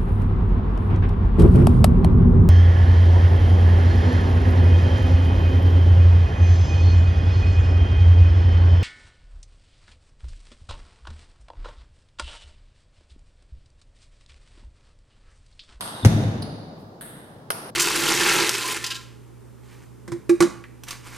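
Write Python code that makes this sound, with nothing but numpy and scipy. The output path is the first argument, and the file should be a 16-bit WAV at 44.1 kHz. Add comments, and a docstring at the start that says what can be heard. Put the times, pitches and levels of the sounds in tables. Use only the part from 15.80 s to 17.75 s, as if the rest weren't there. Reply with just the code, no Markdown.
"""A table tennis ball clicks in a large sports hall: it bounces on the table, is returned with a stamp
of the foot, comes down on the table again, then lands on the floor. Each hit makes ball and surface ring.
The click arrives directly, then off nearby surfaces, then as a long ring of the hall.
Feet make the springy floor boom, soles scuff and squeak, and the ventilation rushes underneath."""
import sys
import numpy as np
from scipy import signal
from scipy.fft import rfft, irfft
from scipy.io import wavfile

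SR = 44100
rng = np.random.default_rng(int(sys.argv[2]) if len(sys.argv) > 2 else 0)


def unload_audio(sound):
    """Save the sound as a 16-bit wav file, at the path given as the first command line argument."""
    columns = np.transpose(np.atleast_2d(sound))
    # keep every value between -1 and 1, then stretch to whole-number steps
    steps = np.round(np.clip(columns, -1, 1) * 32767)
    wavfile.write(sys.argv[1], SR, steps.astype(np.int16))


N = 85995

# how much the two ears differ, against what they share (f/Hz, level/dB)
STEREO_WIDTH = [(50, -30), (150, -16.5), (330, -12.5), (650, -5.5), (1300, 2), (5000, -0.5), (14000, 1)]
# tone of the ventilation (f/Hz, level/dB)
AIR_TONE = [(25, -10), (70, -11.5), (100, 3.5), (200, 2), (400, -4.5), (700, -5), (1200, -13.5),
            (2400, -33.5), (5000, -29.5), (8000, -42.5), (15000, -41)]
# how long the hall rings; t60 is the time to fade by 60 dB (f/Hz, t60/s)
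HALL_DECAY = [(60, 1.34), (120, 1.18), (250, 1.72), (700, 2.6), (1500, 1.56), (4500, 1.49), (9000, 0.82),
              (15000, 0.66)]
# tone of the hall's ring (f/Hz, level/dB)
HALL_TONE = [(35, 0), (60, 6.5), (80, -6), (105, -1), (170, 6.5), (400, 0), (1500, -3), (5000, -4),
             (14000, -2.5)]
# sliding soles (t/s, length/s, centre f/Hz, width/Hz, level/dB)
SOLE_SCUFFS = [(0.142, 0.053, 3780, 250, -46.5), (.222, 0.024, 3630, 410, -41.5),
               (0.968, 0.077, 11000, 5970, -69.5)]
# tone of the squeaking sole (f/Hz, level/dB)
SQUEAK_TONE = [(200, 5), (1000, 4), (2300, -9), (3200, 0), (4000, 9.5), (4450, 10), (4900, 15), (5400, -1),
               (6200, -17), (7600, -22), (8600, -4), (9600, 11.5), (10700, -6), (12500, -13), (16000, -16)]
# notes at which the springy floor booms (f/Hz, level/dB, t60/s, rise/s)
FLOOR_NOTES = [(55.1, -15.5, 0.12, 0.0033), (108.4, 7, 0.073, 0.009), (163.8, -8.5, 0.12, 0.0054),
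               (227.5, -8, 0.0756, 0.0033), (269, -13, 0.05, 0.0011)]
# feet landing (t/s, level/dB, hall level/dB)
FOOTFALLS = [(.135, -30.5, -7), (.2310, -12.5, 1.5), (0.2508, 5, -5.5), (0.691, -29, -17)]
# hollow knock of the floor under the ball (f/Hz, level/dB, t60/s)
KNOCK_NOTES = [(730, -29, 0.044), (1070, -37, .05), (1406, -22, 0.074), (2090, -28, 0.027)]
# ring of ball and surface, per surface; the ball's shell gives the peaks above 8 kHz (f/Hz, level/dB)
CLICK_TONES = { "table, near end": [(100, 2.5), (350, 6), (950, 16.5), (1550, 13.5), (2350, 1.5),
               (3450, 12), (4100, 7.5), (4800, 8), (5700, 0), (7800, -3.5), (8600, 17.5), (9250, 3),
               (10400, 12.5), (11800, 6), (13400, -12), (16000, -25)], "racket": [(100, 8.5), (300, 22.5),
               (720, 25), (1050, 15.5), (1700, 17.5), (2600, 11.5), (3400, 10.5), (4200, 10), (5400, 9),
               (6300, 11), (7700, 1), (9000, 7.5), (12000, 2), (13600, -5), (16000, -14)],
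               "table, far end": [(100, 4.5), (300, 5.5), (1000, 5), (1700, 14.5), (2500, 0), (3600, 8),
               (4500, -2.5), (5500, -12), (6300, -13), (7900, -0.5), (8600, 16), (9300, 6), (10500, 15),
               (11800, 9.5), (13400, -5), (16000, -6.5)], "floor": [(100, -7), (400, 12), (1400, 15),
               (2000, 7), (2900, 6), (3800, 2), (5300, 6.5), (6500, -2.5), (7700, -6), (9400, 14),
               (10700, 12.5), (12200, 3.5), (13500, -1), (16000, -11)]}
# separate echoes of each hit (delay/ms, level/dB, left ear lag/ms)
HIT_ECHOES = {"first bounce": [(3.6, -3, -0.32), (15.01, -7, 0), (35, -16, 0.17), (68.5, -5, -0.31)],
              "return": [(2.8, -6.5, -0.32), (7.6, -5, 0.143), (14.0, -13, -0.125)],
              "second bounce": [(1.8, -13.5, 0.11), (15.8, -1.5, 0)], "landing": [(1.9, 1, 0.049),
              (8.2, -12.5, 0.13), (16.1, -6.5, 0.37)]}
# the ball's hits (name, surface, t/s, level/dB, scatter level/dB, hall level/dB, left ear lag/ms)
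BALL_HITS = [("first bounce", "table, near end", .0088, -12, 1.1, 14, 0.153),
             ("return", "racket", .2496, -3.5, -0.21, 4.02, 0.12),
             ("second bounce", "table, far end", 1.2108, -21.5, 6.3, 16.24, -0.048),
             ("landing", "floor", 1.7040, -6, 1, 6.44, 0.432)]
# left ear against right ear (f/Hz, level/dB)
EAR_BALANCE = [(100, 1.7), (500, 0), (3000, -0.55)]

AIR_DB, SCUFF_HALL_DB = -29, 9
HALL_BUILD_S, HALL_GRAIN = 0.022, 0.21
SCATTER_T60_S, SCATTER_BUILD_S, SCATTER_GRAIN = 0.13, 0.0007, 0.54
SMEAR_S = 0.0014
SQUEAK_S, SQUEAK_LENGTH_S = .620, 0.0086
SQUEAK_DB, SQUEAK_SCATTER_DB, SQUEAK_HALL_DB = -33.5, -2, 5
FADE_S, FADE_LENGTH_S = 1.902, 0.0052
LOW_CUT_HZ, TOP_HZ = 41, 15900

TIME = np.arange(N) / SR
FREQS = np.arange(N + 1) * SR / (2 * N)  # spectra span 2 * N samples, to leave room for echoes
EARS = np.array([[.5], [-.5]])  # splits a difference between left and right


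def undb(db):
    """Turn decibels into a gain."""
    return 10 ** (np.asarray(db) / 20)


def curve(points, hz):
    """Read between a table's (frequency, value) points, with octaves evenly spaced."""
    freqs, values = np.array(points, float).T
    return np.interp(np.log(np.maximum(hz, 1)), np.log(freqs), values)


def decay(t60):
    """A fade that falls by 60 dB every t60 seconds."""
    return np.exp(-np.log(1000) * TIME / t60)


def sharp_click(db):
    """Spectrum of the shortest click with this tone and no sound before its start."""
    cepstrum = irfft(np.log(undb(db)))
    cepstrum[1:N] *= 2  # fold the part before the start onto the part after it
    cepstrum[N + 1:] = 0
    return np.exp(rfft(cepstrum))


def arrival(delay_s, lag_ms):
    """Stereo spectrum of a delay, with the left ear lag_ms behind the right."""
    return np.exp(-2j * np.pi * FREQS * (delay_s + EARS * lag_ms / 1000))


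def diffuse(grain):
    """Stereo spectrum of noise from all sides, alike in both ears in the bass; grain roughens it."""
    noise = rng.standard_normal((2, N))
    flicker = np.repeat(rng.standard_normal(N // 16 + 1), 16)[:N]
    mid, side = rfft(noise * np.exp(grain * flicker - grain ** 2), 2 * N)
    width = undb(curve(STEREO_WIDTH, FREQS))
    return np.array([mid + width * side, mid - width * side]) / np.sqrt(1 + width ** 2)


def ventilation():
    """A steady, dull rush of air fills the hall."""
    return irfft(diffuse(grain=0) * undb(AIR_DB + curve(AIR_TONE, FREQS)))[:, :N]


def hall_ring():
    """Stereo spectrum of the hall's ring: it builds up, then each octave dies at its own rate."""
    noise, ring = diffuse(HALL_GRAIN), 0
    lowest_hz = 62.5
    octave = np.clip(np.log2(np.maximum(FREQS, 1) / lowest_hz), 0, 8)
    for k in range(9):
        band = irfft(noise * np.maximum(1 - abs(octave - k), 0))[:, :N]
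        ring = ring + band * decay(curve(HALL_DECAY, lowest_hz * 2 ** k))
    ring = ring * (1 - np.exp(-TIME / HALL_BUILD_S)) / np.sqrt(SR / 10)
    return rfft(ring, 2 * N) * undb(curve(HALL_TONE, FREQS))


def scatter():
    """Stereo spectrum of the first small echoes off table, barriers and seats."""
    envelope = decay(SCATTER_T60_S) * (1 - np.exp(-TIME / SCATTER_BUILD_S))
    noise = irfft(diffuse(SCATTER_GRAIN))[:, :N]
    return rfft(noise * envelope / np.linalg.norm(envelope), 2 * N)


def smear():
    """Spectrum of one echo: an uneven surface spreads it into a tiny burst of noise."""
    burst = rng.standard_normal(N) * np.exp(-TIME / SMEAR_S)
    return rfft(burst / np.linalg.norm(burst), 2 * N)


def scuffs(hall):
    """Soles slide briefly: a narrow band of noise squeaks, a wide one hisses."""
    out = 0
    for start, length, hz, width_hz, db in SOLE_SCUFFS:
        band = 1 / (1 + (2 * (FREQS - hz) / width_hz) ** 2)
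        rub = irfft(rfft(rng.standard_normal(N), 2 * N) * band)[:N]
        swell = np.sin(np.pi * np.clip((TIME - start) / length, 0, 1))
        out = out + undb(db) * rub / rub.std() * swell
    return irfft(rfft(out, 2 * N) * (1 + undb(SCUFF_HALL_DB) * hall))[:, :N]


def squeak(hall):
    """A sole slips for an instant: a rough chirp near 5 kHz and an octave above."""
    swell = np.sin(np.pi * np.clip((TIME - SQUEAK_S) / SQUEAK_LENGTH_S, 0, 1))
    slip = rfft(rng.standard_normal(N) * swell, 2 * N)
    tone = sharp_click(SQUEAK_DB + curve(SQUEAK_TONE, FREQS))
    paths = arrival(0, lag_ms=.18) + undb(SQUEAK_SCATTER_DB) * scatter() + undb(SQUEAK_HALL_DB) * hall
    return irfft(slip * tone * paths)[:, :N]


def footfalls(hall):
    """Feet set the springy floor booming, and the hall holds the boom."""
    boom, paths = 0, 0
    for hz, db, t60, rise in FLOOR_NOTES:
        onset = 1 - np.exp(-(TIME / rise) ** 2)
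        boom = boom + undb(db) * np.sin(2 * np.pi * hz * TIME) * decay(t60) * onset
    for start, db, hall_db in FOOTFALLS:
        paths = paths + undb(db) * arrival(start, 0) * (1 + undb(hall_db) * hall)
    return irfft(rfft(boom, 2 * N) * paths)[:, :N]


def floor_knock():
    """Spectrum of the short, hollow ring of the floor panels under the ball."""
    ring = sum(undb(db) * np.sin(2 * np.pi * hz * TIME) * decay(t60) for hz, db, t60 in KNOCK_NOTES)
    return rfft(ring, 2 * N)


def ball(hall):
    """Ball and surface click at each hit, heard directly, off nearby surfaces and around the hall."""
    out = 0
    for name, surface, start, db, scatter_db, hall_db, lag_ms in BALL_HITS:
        click = sharp_click(curve(CLICK_TONES[surface], FREQS) + db)
        direct = arrival(0, lag_ms)
        echoes = sum(undb(echo_db) * smear() * arrival(delay_ms / 1000, echo_lag_ms)
                     for delay_ms, echo_db, echo_lag_ms in HIT_ECHOES[name])
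        sound = click * (direct + echoes + undb(scatter_db) * scatter() + undb(hall_db) * hall)
        if surface == "floor":
            sound = sound + floor_knock() * direct
        out = out + sound * arrival(start, 0)
    return irfft(out)[:, :N]


def scene():
    """The rally plays over the ventilation; its ringing stops abruptly just before the end."""
    hall = hall_ring()
    rally = ball(hall) + footfalls(hall) + scuffs(hall) + squeak(hall)
    fade = np.clip(1 - (TIME - FADE_S) / FADE_LENGTH_S, 0, 1)
    return rally * fade + ventilation()


def record(dry):
    """Lean a little to one side, thin the deepest bass, clip at full scale and cut the highest treble."""
    balance = undb(EARS * curve(EAR_BALANCE, FREQS))
    low_cut = FREQS ** 2 / np.hypot(FREQS ** 2, LOW_CUT_HZ ** 2)
    wave = irfft(rfft(dry, 2 * N) * balance * low_cut)[:, :N]
    top_cut = signal.ellip(8, .2, 70, TOP_HZ, fs=SR, output="sos")
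    return signal.sosfilt(top_cut, np.clip(wave, -1, 1))


dry = scene()
out = record(dry)
unload_audio(out)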